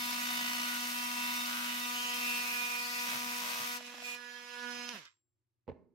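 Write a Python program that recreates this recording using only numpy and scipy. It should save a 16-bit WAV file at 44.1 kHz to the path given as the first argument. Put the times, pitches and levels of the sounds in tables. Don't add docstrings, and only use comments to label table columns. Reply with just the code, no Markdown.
import sys
import numpy as np
from scipy import signal
from scipy.fft import rfft, irfft
from scipy.io import wavfile

SR = 44100
rng = np.random.default_rng(int(sys.argv[2]) if len(sys.argv) > 2 else 0)


def master_out(mix):
    frames = np.transpose(np.atleast_2d(mix))
    ceiling = np.clip(frames, -1, 1)
    pcm = np.round(ceiling * 32767).astype(np.int16)
    wavfile.write(sys.argv[1], SR, pcm)


N = 261954
TIME = np.arange(N) / SR
FRAMES = np.arange(0, N + 128, 128) / SR
STROKE_HZ, BUZZ_FADE_DB = 243.5, -120

# time_s, depth (0-1)
CUT_DEPTH = [(1.8, 0.12), (2.1, 1)]
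# time_s, push_db
HAND_PUSH = [(0, 3.5), (1.1, 2.5), (1.35, 3), (1.8, 1.94), (2.3, 3.5), (2.9, 0.5), (3.1, 4), (3.25, 1.5),
             (3.52, 3), (3.75, 1)]
# time_s, body_db, treble_db
FREE_SWING = [(4.2, -7, -3.5), (4.48, -6, -1.5), (4.63, 1, 1), (4.76, 0, 3), (4.9, -3, 2)]
# time_s, level_db
COAST_KNOCKING = [(4.91, -100), (4.95, -55), (5.02, -72), (5.08, -57.5), (5.14, -87), (5.18, -110)]


def buzz(turns, hop, level_db=-0.82):
    # harmonic, then left_db, right_db for each of shallow cut, deep cut, free blade
    harmonics = [(1, -48, -48, -52, -54, -63, -53), (2, -68, -68, -61, -59, -61, -53),
                 (3, -62, -57, -61, -55, -63, -63), (4, -47, -56, -48, -53, -59, -52),
                 (5, -45, -48, -46, -50, -64, -58), (6, -49, -65, -52, -59, -62, -51),
                 (7, -66, -63, -57, -54, -61, -47), (8, -52, -46, -53, -47, -61, -55),
                 (9, -56, -50, -56, -54, -59, -58), (10, -51, -49, -53, -45, -60, -53),
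                 (11, -54, -50, -51, -52, -56, -52), (12, -53, -49, -57, -53, -63, -55),
                 (13, -52, -51, -56, -53, -66, -55), (14, -63, -66, -63, -64, -68, -62),
                 (15, -54, -53, -56, -56, -63, -61), (16, -60, -57, -62, -59, -71, -60),
                 (17, -57, -60, -61, -62, -67, -59), (18, -55, -59, -56, -59, -68, -65),
                 (19, -61, -57, -64, -62, -68, -64), (20, -58, -63, -55, -69, -66, -64),
                 (21, -56, -57, -54, -57, -60, -55), (22, -65, -66, -60, -62, -67, -63),
                 (23, -63, -64, -60, -60, -69, -67), (24, -62, -64, -66, -60, -70, -66),
                 (25, -75, -71, -63, -66, -74, -66), (26, -67, -61, -65, -60, -69, -63),
                 (27, -65, -62, -65, -60, -74, -69), (28, -66, -74, -62, -66, -74, -75)]
    # frequency_hz, cutting_rad, free_rad
    phase_lead = [(243, .7, -.2), (730, .9, -.5), (973, 0, -.5), (1217, 2.6, -1), (1460, 0, 1.5),
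                  (1704, -3, .9), (2190, -3.1, .1), (2433, -4.1, -1.3), (2676, -6.5, 1.2), (2920, -8, -.1),
                  (3163, -8.2, .6), (3650, -5.9, 1.5), (4400, -6.3, -1.4), (6800, -6.6, .4)]
    speed_hz = motor(FRAMES)
    load, depth = contact(FRAMES)[0], curves(CUT_DEPTH, FRAMES)[0]
    parts_db = np.repeat(excitation(), [1, 2, 5, 20], axis=0)
    response = [(k * STROKE_HZ, *db) for k, *db in harmonics]
    skip = jolts()[1] * np.cos(np.pi * turns + 0.16 * wander(4.4, TIME))
    limp = hop * (1 + skip)
    scatter = slipping() * np.interp(turns, np.arange(len(FRAMES)), rng.standard_normal(len(FRAMES)))
    shift_turns = .011 * (hop - 1) + .027 * skip + .016 * scatter
    flutter = 0.021 + 0.1 * jolts(FRAMES)[0]
    stroke = np.exp(2j * np.pi * (turns + shift_turns))
    wave, out = 1, np.zeros((2, N))
    for k, part_db in enumerate(parts_db, 1):
        wave, hz = wave * stroke, k * speed_hz
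        shallow_db, deep_db, free_db = spectra(response, hz).reshape(-1, 2, len(hz))
        cutting_db = (1 - depth) * shallow_db + depth * deep_db
        db = load * cutting_db + (1 - load) * free_db + part_db + level_db
        tone = wave if k > 2 else np.exp(2j * np.pi * k * turns)
        loose = min(k / 7, 1.2) * (.95 + .05 * load)
        lead_cut, lead_free = np.exp(1j * spectra(phase_lead, hz))
        lead = np.angle(load * lead_cut + (1 - load) * lead_free)
        phase = rng.standard_normal() * (1.6 + .6 * load) + .3 * loose * wander(2)
        drift = amp(1.1 * loose * wander(3))
        shake = drift * (1 + flutter * loose * (wander(22) + 1j * wander(30)))
        sway = 1 + 0.23 * (hop - 1) if k < 3 else limp if k < 8 else 1 + 0.12 * (limp - 1)
        for ear, side in enumerate((.5, -.5)):
            gain = amp(db[ear] + 1.3 * loose * wander(3)) * shake * np.exp(1j * (phase + side * lead))
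            out[ear] += np.sqrt(2) * (np.interp(TIME, FRAMES, gain) * tone).real * sway
    return out


def motor(t=TIME, sag_hz=1.0, waver_hz=.15):
    held_hz = STROKE_HZ - sag_hz * jolts(t)[1] * contact(t)[0] + waver_hz * wander(2, t)
    return held_hz * np.maximum(1 - coasted(t), 0) ** 1.15


def coasted(t=TIME, off_s=4.92, coast_s=.26):
    return np.maximum(t - off_s, 0) / coast_s


def contact(t=TIME):
    # time_s, load (0-1)
    blade_load = [(3.77, .97), (3.8, .3), (4.01, .3), (4.035, .55), (4.15, .55), (4.18, 0)]
    load = np.clip(curves(blade_load, t)[0], 0, 1)
    return load, 4 * load * (1 - load)


def excitation(t=FRAMES, severing_s=2.6, severing_rise_s=0.044):
    # rest_db, db_per_push_db, full_skip_db, grazing_db
    parts = [(1, 0, -2.5, 2), (0.54, 0.61, -0.5, -6.5), (-4.5, 1.77, -1, -2.5)]
    # time_s, level_db
    low_hum = [(0, 1.5), (1.95, 1.5), (2.12, -1), (2.26, 5), (2.75, -4), (3.26, 4.5), (3.52, -2.5),
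               (3.77, -1), (3.88, -3.5), (4.54, -10.5), (4.66, 6), (4.9, 2.5)]
    load, graze = contact(t)
    push, skip = curves(HAND_PUSH, t)[0], jolts(t)[1]
    body_db, treble_db = curves(FREE_SWING, t)
    casing, board, whine = [
        rest_db + load * follow * push + skip_db * skip + graze_db * graze + (1 - load) * swing_db
        for (rest_db, follow, skip_db, graze_db), swing_db in zip(parts, (body_db, body_db, treble_db))]
    whine = whine + load * np.clip((t - severing_s) / severing_rise_s, 0, 1)
    return np.array([curves(low_hum, t)[0], casing, board, whine]) + BUZZ_FADE_DB * coasted(t) ** 2


def jolts(t=TIME, steady_hop=0.016, steady_skip=0.0405):
    # start_s, length_s, hop (0-1), skip (0-1)
    lost_grip = [(.05, .22, .3, .1), (.27, .38, .56, .05), (.66, .13, .15, .35), (.79, .4, .17, .06),
                 (1.19, .28, .22, .05), (1.48, .19, .2, .7), (1.68, .13, .1, .5), (2.1, .29, .2, .02),
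                 (2.44, .06, .1, .5), (3.06, .13, .42, .7), (3.2, .14, .25, .2), (3.42, .25, .25, .65),
                 (3.8, .23, .3, .4)]
    steady = np.outer([steady_hop, steady_skip], contact(t)[0])
    return np.clip(steady + spells(lost_grip, edge_s=0.038, t=t), 0, 1)


def bounce(depth=.9):
    # time_s, rate_hz
    hop_rate = [(0, 56), (.6, 58), (.85, 68), (1.35, 76), (1.65, 52), (2.3, 63), (3.7, 70), (3.85, 40)]
    rate_hz = curves(hop_rate)[0] * (1 + .04 * wander(13.0, TIME))
    angle = 2 * np.pi * np.cumsum(rate_hz) / SR
    return np.maximum(1 + depth * jolts()[0] * (np.sin(angle) + .2 * np.sin(2 * angle)), 0)


def slipping():
    # start_s, length_s, scatter (0-1)
    slips = [(.26, .1, .55), (.46, .07, .5), (.69, .08, .7), (.88, .08, .45), (1.08, .08, .35),
             (1.24, .09, .6), (1.48, .33, .6), (2.17, .07, .4), (2.44, .06, .5), (2.72, .05, .25),
             (3.04, .15, 1), (3.19, .22, .55), (3.41, .23, .95), (3.64, .07, .4), (3.79, .04, .6),
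             (3.92, .09, .5)]
    return np.clip(spells(slips, edge_s=.035)[0], 0, 1)


def rasp(turns, hop, split_hz=7700, grain_db=2.0):
    # frequency_hz, cutting_left_db, cutting_right_db, free_left_db, free_right_db
    grit = [(493, -29.5, -16, -25, -6.5), (830, -26, -18, -29, -20.5), (944, -4.5, -10, 0.5, 0.5),
            (1370, -12.5, -7, -6, 0), (2340, -4, -1, -24, 0), (2550, -5, -6, -10.5, 0.5),
            (3340, -6.5, -5, -7.5, 0.5), (5110, -6, -9.5, -7, -6), (5500, -4.5, -6.5, -5.5, -3),
            (7730, -12, -11.5, -11.5, -17), (8640, -5, -27, -19, -22), (9970, -14, -17.5, -12, -13.5),
            (12120, -3.5, -7.5, -13, -23), (11600, -10, -15, -18, -10), (14600, -13.5, -12.5, -23.5, -25.5)]
    # frequency_hz, gain_db
    wood = [(30, -26), (80, -13.5), (130, -10), (190, 17.5), (280, 10.5), (380, -13.5), (600, 10),
            (750, 16), (1000, -48), (2000, -12)]
    rasp_db, fizz_db, knock_db = friction()
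    load, bite = contact()[0], bites(turns)
    chips = unit(amp(grain_db * np.repeat(rng.standard_normal(N // 16 + 1), 16)[:N]))
    metal = 0
    for kind, db, sway in (("low", rasp_db + 0.02, np.sqrt(hop)), ("high", fizz_db, 1)):
        scrape = retrace(pair(0.057), turns) * bite * chips * sway
        coloured = colour(np.vstack([scrape, scrape]), grit)
        cutting, free = band(coloured, split_hz, kind).reshape(2, 2, N)
        metal = metal + amp(db) * (load * unit(cutting) + (1 - load) * unit(free))
    knocking = amp(knock_db - 2) * unit(colour(pair(0.87) * bite * hop, wood))
    return band(metal, 520, "high", order=3) + knocking


def bites(turns, decay_turns=0.23, back=0.91, floor=0.69):
    half = (2 * turns).astype(int)
    strength = np.where(half % 2, back, 1) * (1 + 0.4 * jolts()[1] * np.cos(np.pi * (half // 2)))
    return unit(floor + strength * np.exp(-(turns % .5) / decay_turns))


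def retrace(noise, turns, shallow=.5, deep=.56, free=.78):
    stroke_before = np.minimum(np.searchsorted(turns, turns - 1 - .5 * np.gradient(turns)), N - 1)
    load, depth = contact()[0], curves(CUT_DEPTH)[0]
    memory = load * (shallow + (deep - shallow) * depth) + (1 - load) * free
    memory = np.clip(memory * (1 - slipping()) * (1 - 2 * coasted()), 0, 1) * (turns > 1)
    fresh, out = np.sqrt(1 - memory ** 2) * noise, noise
    for _ in range(8):
        out = fresh + memory * out[:, stroke_before]
    return unit(out)


def friction(shudder_db=7):
    # cutting_db, free_db, db_per_push_db, full_hop_db
    levels = [(-43.5, -50.5, 1.07, 0), (-45.5, -64, 1.54, -1.5), (-65.5, -72, 1.5, 11.5)]
    load, hop, slowed = contact()[0], jolts()[0], coasted() ** 2
    push, treble_db = curves(HAND_PUSH)[0], curves(FREE_SWING)[1]
    coarse, fizz, knock = [
        load * (cut_db + follow * push) + (1 - load) * (free_db + treble_db) + hop_db * hop
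        for cut_db, free_db, follow, hop_db in levels]
    knock = np.maximum(knock, curves(COAST_KNOCKING)[0] + shudder_db)
    return (coarse + scraping() - 44 * slowed,
            fizz + scraping() - 77.5 * slowed,
            knock + BUZZ_FADE_DB * slowed)


def scraping():
    # start_s, length_s, change_db
    scrapes = [(-.03, 0.065, -1.5), (1.92, 0.22, -1.5), (2.75, 0.25, 0.5), (3.05, 0.1, -0.5),
               (3.86, 0.022, 3.5), (4.045, 0.085, 2.5)]
    return spells(scrapes, edge_s=0.0067)[0]


def squeal(x, share=1):
    # start_s, length_s, pitch_hz, width_hz, lift_db
    resonances = [(-.05, .55, 3655, 120, 4), (.19, .43, 1950, 130, 3), (.27, .6, 2920, 130, 4.5),
                  (.25, .6, 4385, 130, 3), (.66, .13, 1460, 120, 5), (.98, .49, 2680, 130, 5),
                  (1.18, .24, 975, 120, 4.5), (1.2, .68, 3655, 130, 4), (1.46, .24, 1400, 250, 4),
                  (1.46, .34, 2900, 250, 3), (1.79, .12, 2670, 150, 4), (1.94, .22, 2920, 160, 8.5),
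                  (1.94, .25, 3165, 130, 7.5), (1.92, .3, 2450, 200, 4.5), (2.21, .21, 2680, 450, 6.5),
                  (2.43, .45, 2440, 170, 9), (1.92, .2, 6570, 300, 8), (2.72, .3, 1945, 120, 4),
                  (2.78, .24, 4870, 200, 8), (2.8, .22, 4385, 150, 6.5), (2.88, .17, 2435, 180, 4),
                  (3.08, .08, 2250, 700, 3), (3.41, .24, 605, 80, 7), (3.83, .08, 2435, 100, 7),
                  (4.03, .14, 2435, 90, 15), (4.035, .135, 7400, 700, 6), (4.16, .22, 1705, 120, 6),
                  (4.38, .26, 1705, 120, 2.5), (4.5, .36, 2500, 300, 3), (4.54, .18, 1465, 120, 6.5),
                  (4.7, .22, 730, 90, 4), (4.7, .24, 5115, 200, 5), (4.7, .24, 6330, 200, 6)]
    for start_s, length_s, hz, width_hz, db in resonances:
        x = lift(x, hz, width_hz, share * spells([(start_s, length_s, db)], edge_s=.05)[0])
    return x


def blade_knocks():
    # start_s, level_db
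    strikes = [(3.805, -44.5), (3.94, -42), (3.981, -43), (4.022, -44)]
    # frequency_hz, gain_db
    response = [(100, -33), (250, 9), (400, -12), (650, 9), (1000, -2), (1700, 1), (3000, -10), (8000, -37)]
    force = bursts([(s, db - 1, .005) for s, db in strikes])
    return colour(pair(0.51) * force, response)


def fan_and_blade(turns, blade_hz=7553, free_db=-81, graze_db=-66, release_s=5.1, decay_db_per_s=100):
    # stroke_multiple, level_db
    fan_tones = [(39, -76), (52, -86)]
    running = np.interp(TIME, FRAMES, amp(np.minimum(excitation()[3], 0)))
    load, graze = contact()
    fan = sum(amp(db + 2 * wander(14, TIME)) * np.sin(2 * np.pi * k * turns + 0.48 * wander(20, TIME))
              for k, db in fan_tones)
    struck = (1 - load) * amp(free_db) + graze * 2 * load * amp(graze_db + scraping())
    fade = amp(-decay_db_per_s * np.maximum(TIME - release_s, 0))
    ring = struck * fade * np.sin(2 * np.pi * blade_hz * TIME + 2.5 * running * wander(60, TIME))
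    return np.sqrt(2) * (fan * running + ring * amp([[2], [-3]]))


def rattle(turns):
    # pitch_hz, level_db, t60_s
    modes = [(1250, -5, .02), (1615, 0, .03), (2060, -7, .13), (2470, -3, .025), (3100, -3, .015),
             (3630, 0, .016), (5020, -10, .04)]
    reversals = np.diff(np.floor(2 * turns), prepend=0) > 0
    knocks = reversals * amp(3 * rng.standard_normal(N) + curves(COAST_KNOCKING)[0])
    t = TIME[:SR // 8]
    ring = sum(amp(db - 60 * t / t60) * np.sin(2 * np.pi * (hz * t + rng.random((2, 1))))
               for hz, db, t60 in modes)
    ring = unit(ring) * np.sqrt(SR / STROKE_HZ / len(t))
    return signal.oaconvolve(knocks[None], ring, axes=1)[:, :N] * amp([[-4], [2]])


def switch_clicks():
    # start_s, level_db, decay_s
    clicks = [(4.891, -29, 0.0014), (5.053, -49, 0.0044), (5.078, -79.5, 0.0038), (5.12, -78, .002),
              (5.14, -83, 0.0019)]
    # frequency_hz, gain_db
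    response = [(100, -22), (300, -10), (900, -9), (2300, 0), (4000, -2), (6500, -1), (8000, -17),
                (15000, -26)]
    return colour(pair(0.11) * bursts(clicks), response) * amp([[-2], [2]])


def frame_bumps():
    # start_s, level_db, decay_s
    bumps = [(3.08, -68, 0.054), (3.14, -56, 0.046), (3.24, -67, 0.081), (3.59, -53.5, 0.034),
             (4.73, -68, 0.067)]
    # frequency_hz, gain_db
    response = [(30, -42), (70, -25), (110, -8.5), (150, -5), (250, -9), (800, -39)]
    return colour(pair(0.89) * bursts(bumps), response)


def thud(modes_db=-14, room_db=-8):
    # start_s, level_db, decay_s
    landings = [(5.669, -66, .008), (5.6785, -38, .004), (5.688, -37, .006), (5.697, -37, .004),
                (5.716, -46, .005)]
    # frequency_hz, gain_db
    response = [(24, -45), (40, -12), (84, -8), (442, -2), (532, 0), (718, -17), (884, -9), (1370, -27.5),
                (1500, -25), (2810, -29), (3080, -34), (4060, -42), (10000, -71), (13000, -106),
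                (22000, -120)]
    # pitch_hz, level_db, t60_s
    modes = [(83, 0, 0.33), (179, -2.5, 0.19), (400, -10.5, 1), (483, -17, 0.3), (621, -17, 0.8),
             (634, -19, 0.3), (890, -27, .35)]
    force, t = bursts(landings), TIME[:SR // 2]
    blow = colour(pair(0.53) * force, response)
    ring = sum(amp(db - 60 * t / t60) * np.sin(2 * np.pi * hz * t) for hz, db, t60 in modes)
    onsets = np.maximum(np.diff(force, prepend=0), 0)
    boom = signal.fftconvolve(onsets, ring)[:N]
    return (blow + amp(room_db) * room(blow) + amp(modes_db) * boom) * amp([[-2], [2]])


def room(x):
    # frequency_hz, t60_s
    decay_times = [(70, 0.29), (180, 1), (490, 0.45), (1290, 0.58), (3400, .33), (8000, 0.87)]
    hz, t, noise = signal.stft(rng.standard_normal((2, SR // 2)), SR, nperseg=256)
    tail = signal.istft(noise * amp(-60 * t / spectra(decay_times, hz).T), SR, nperseg=256)[1]
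    tail = tail + .5 * tail[::-1]
    return signal.fftconvolve(x, tail / np.linalg.norm(tail[0]), axes=1)[:, :N]


def yard(air_db=-92.5):
    # frequency_hz, gain_db
    air = [(18, -73.5), (30, -26.5), (59, -26.5), (71, -21.5), (122, -4), (147, -28), (185, -33),
           (355, -15.5), (394, -29.5), (15000, -51)]
    # pitch_hz, level_db
    tones = [(91.5, -104), (119, -98), (242, -113), (360.7, -107)]
    hum = sum(amp(db + wander(7.2, TIME)) * np.sqrt(2) * np.sin(2 * np.pi * (hz * TIME + rng.random()))
              for hz, db in tones)
    return amp(air_db) * unit(colour(pair(0.38), air)) + hum


def amp(db):
    return 10 ** (np.asarray(db) / 20)


def unit(x):
    return x / np.sqrt(np.mean(abs(x) ** 2) + 1e-30)


def curves(rows, t=TIME):
    s, *columns = np.transpose(rows)
    return [np.interp(t, s, c) for c in columns]


def spectra(rows, hz):
    f, *columns = np.transpose(rows)
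    return np.array([np.interp(np.log(hz + 1), np.log(f + 1), c) for c in columns])


def spells(rows, edge_s, t=TIME):
    return sum(np.outer(values, np.clip(.5 + np.minimum(t - s, s + length - t) / edge_s, 0, 1))
               for s, length, *values in rows)


def bursts(rows):
    return sum(amp(db) * (TIME >= s) * np.exp(-abs(TIME - s) / decay) for s, db, decay in rows)


def wander(rate_hz, t=FRAMES):
    noise = rfft(rng.standard_normal(len(FRAMES)))
    hz = np.fft.rfftfreq(len(FRAMES), FRAMES[1])
    return np.interp(t, FRAMES, unit(irfft(noise / (1 + (hz / rate_hz) ** 2), len(FRAMES))))


def pair(correlation):
    a, b = rng.standard_normal((2, N))
    return np.array([a, correlation * a + np.sqrt(1 - correlation ** 2) * b])


def colour(x, rows, size=2048):
    log_gain = np.log(amp(spectra(rows, abs(np.fft.fftfreq(size, 1 / SR)))))
    taps = np.fft.ifft(np.exp(np.conj(signal.hilbert(log_gain)))).real
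    return signal.oaconvolve(x, taps / np.sqrt((taps ** 2).sum(1).mean()), axes=1)[:, :N]


def band(x, hz, kind, order=6):
    return signal.sosfilt(signal.butter(order, hz, kind, fs=SR, output="sos"), x)


def lift(x, hz, width_hz, db):
    return x + (amp(db) - 1) * signal.lfilter(*signal.iirpeak(hz, hz / width_hz, fs=SR), x)


def scene():
    turns = np.cumsum(motor()) / SR
    hop = bounce()
    impacts = switch_clicks() + frame_bumps()
    tones = lift(squeal(buzz(turns, hop)), hz=845, width_hz=80, db=-10)
    sawing = tones + squeal(rasp(turns, hop), share=.55)
    return sawing + blade_knocks() + fan_and_blade(turns) + rattle(turns) + impacts + thud() + yard()


def record(dry, bass_cut_hz=35, edge_hz=15830):
    low_pass = signal.firwin(511, edge_hz, window=("kaiser", 9), fs=SR)
    return signal.oaconvolve(band(dry, bass_cut_hz, "high", order=3), low_pass[None], "same")


dry = scene()
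out = record(dry)
master_out(out)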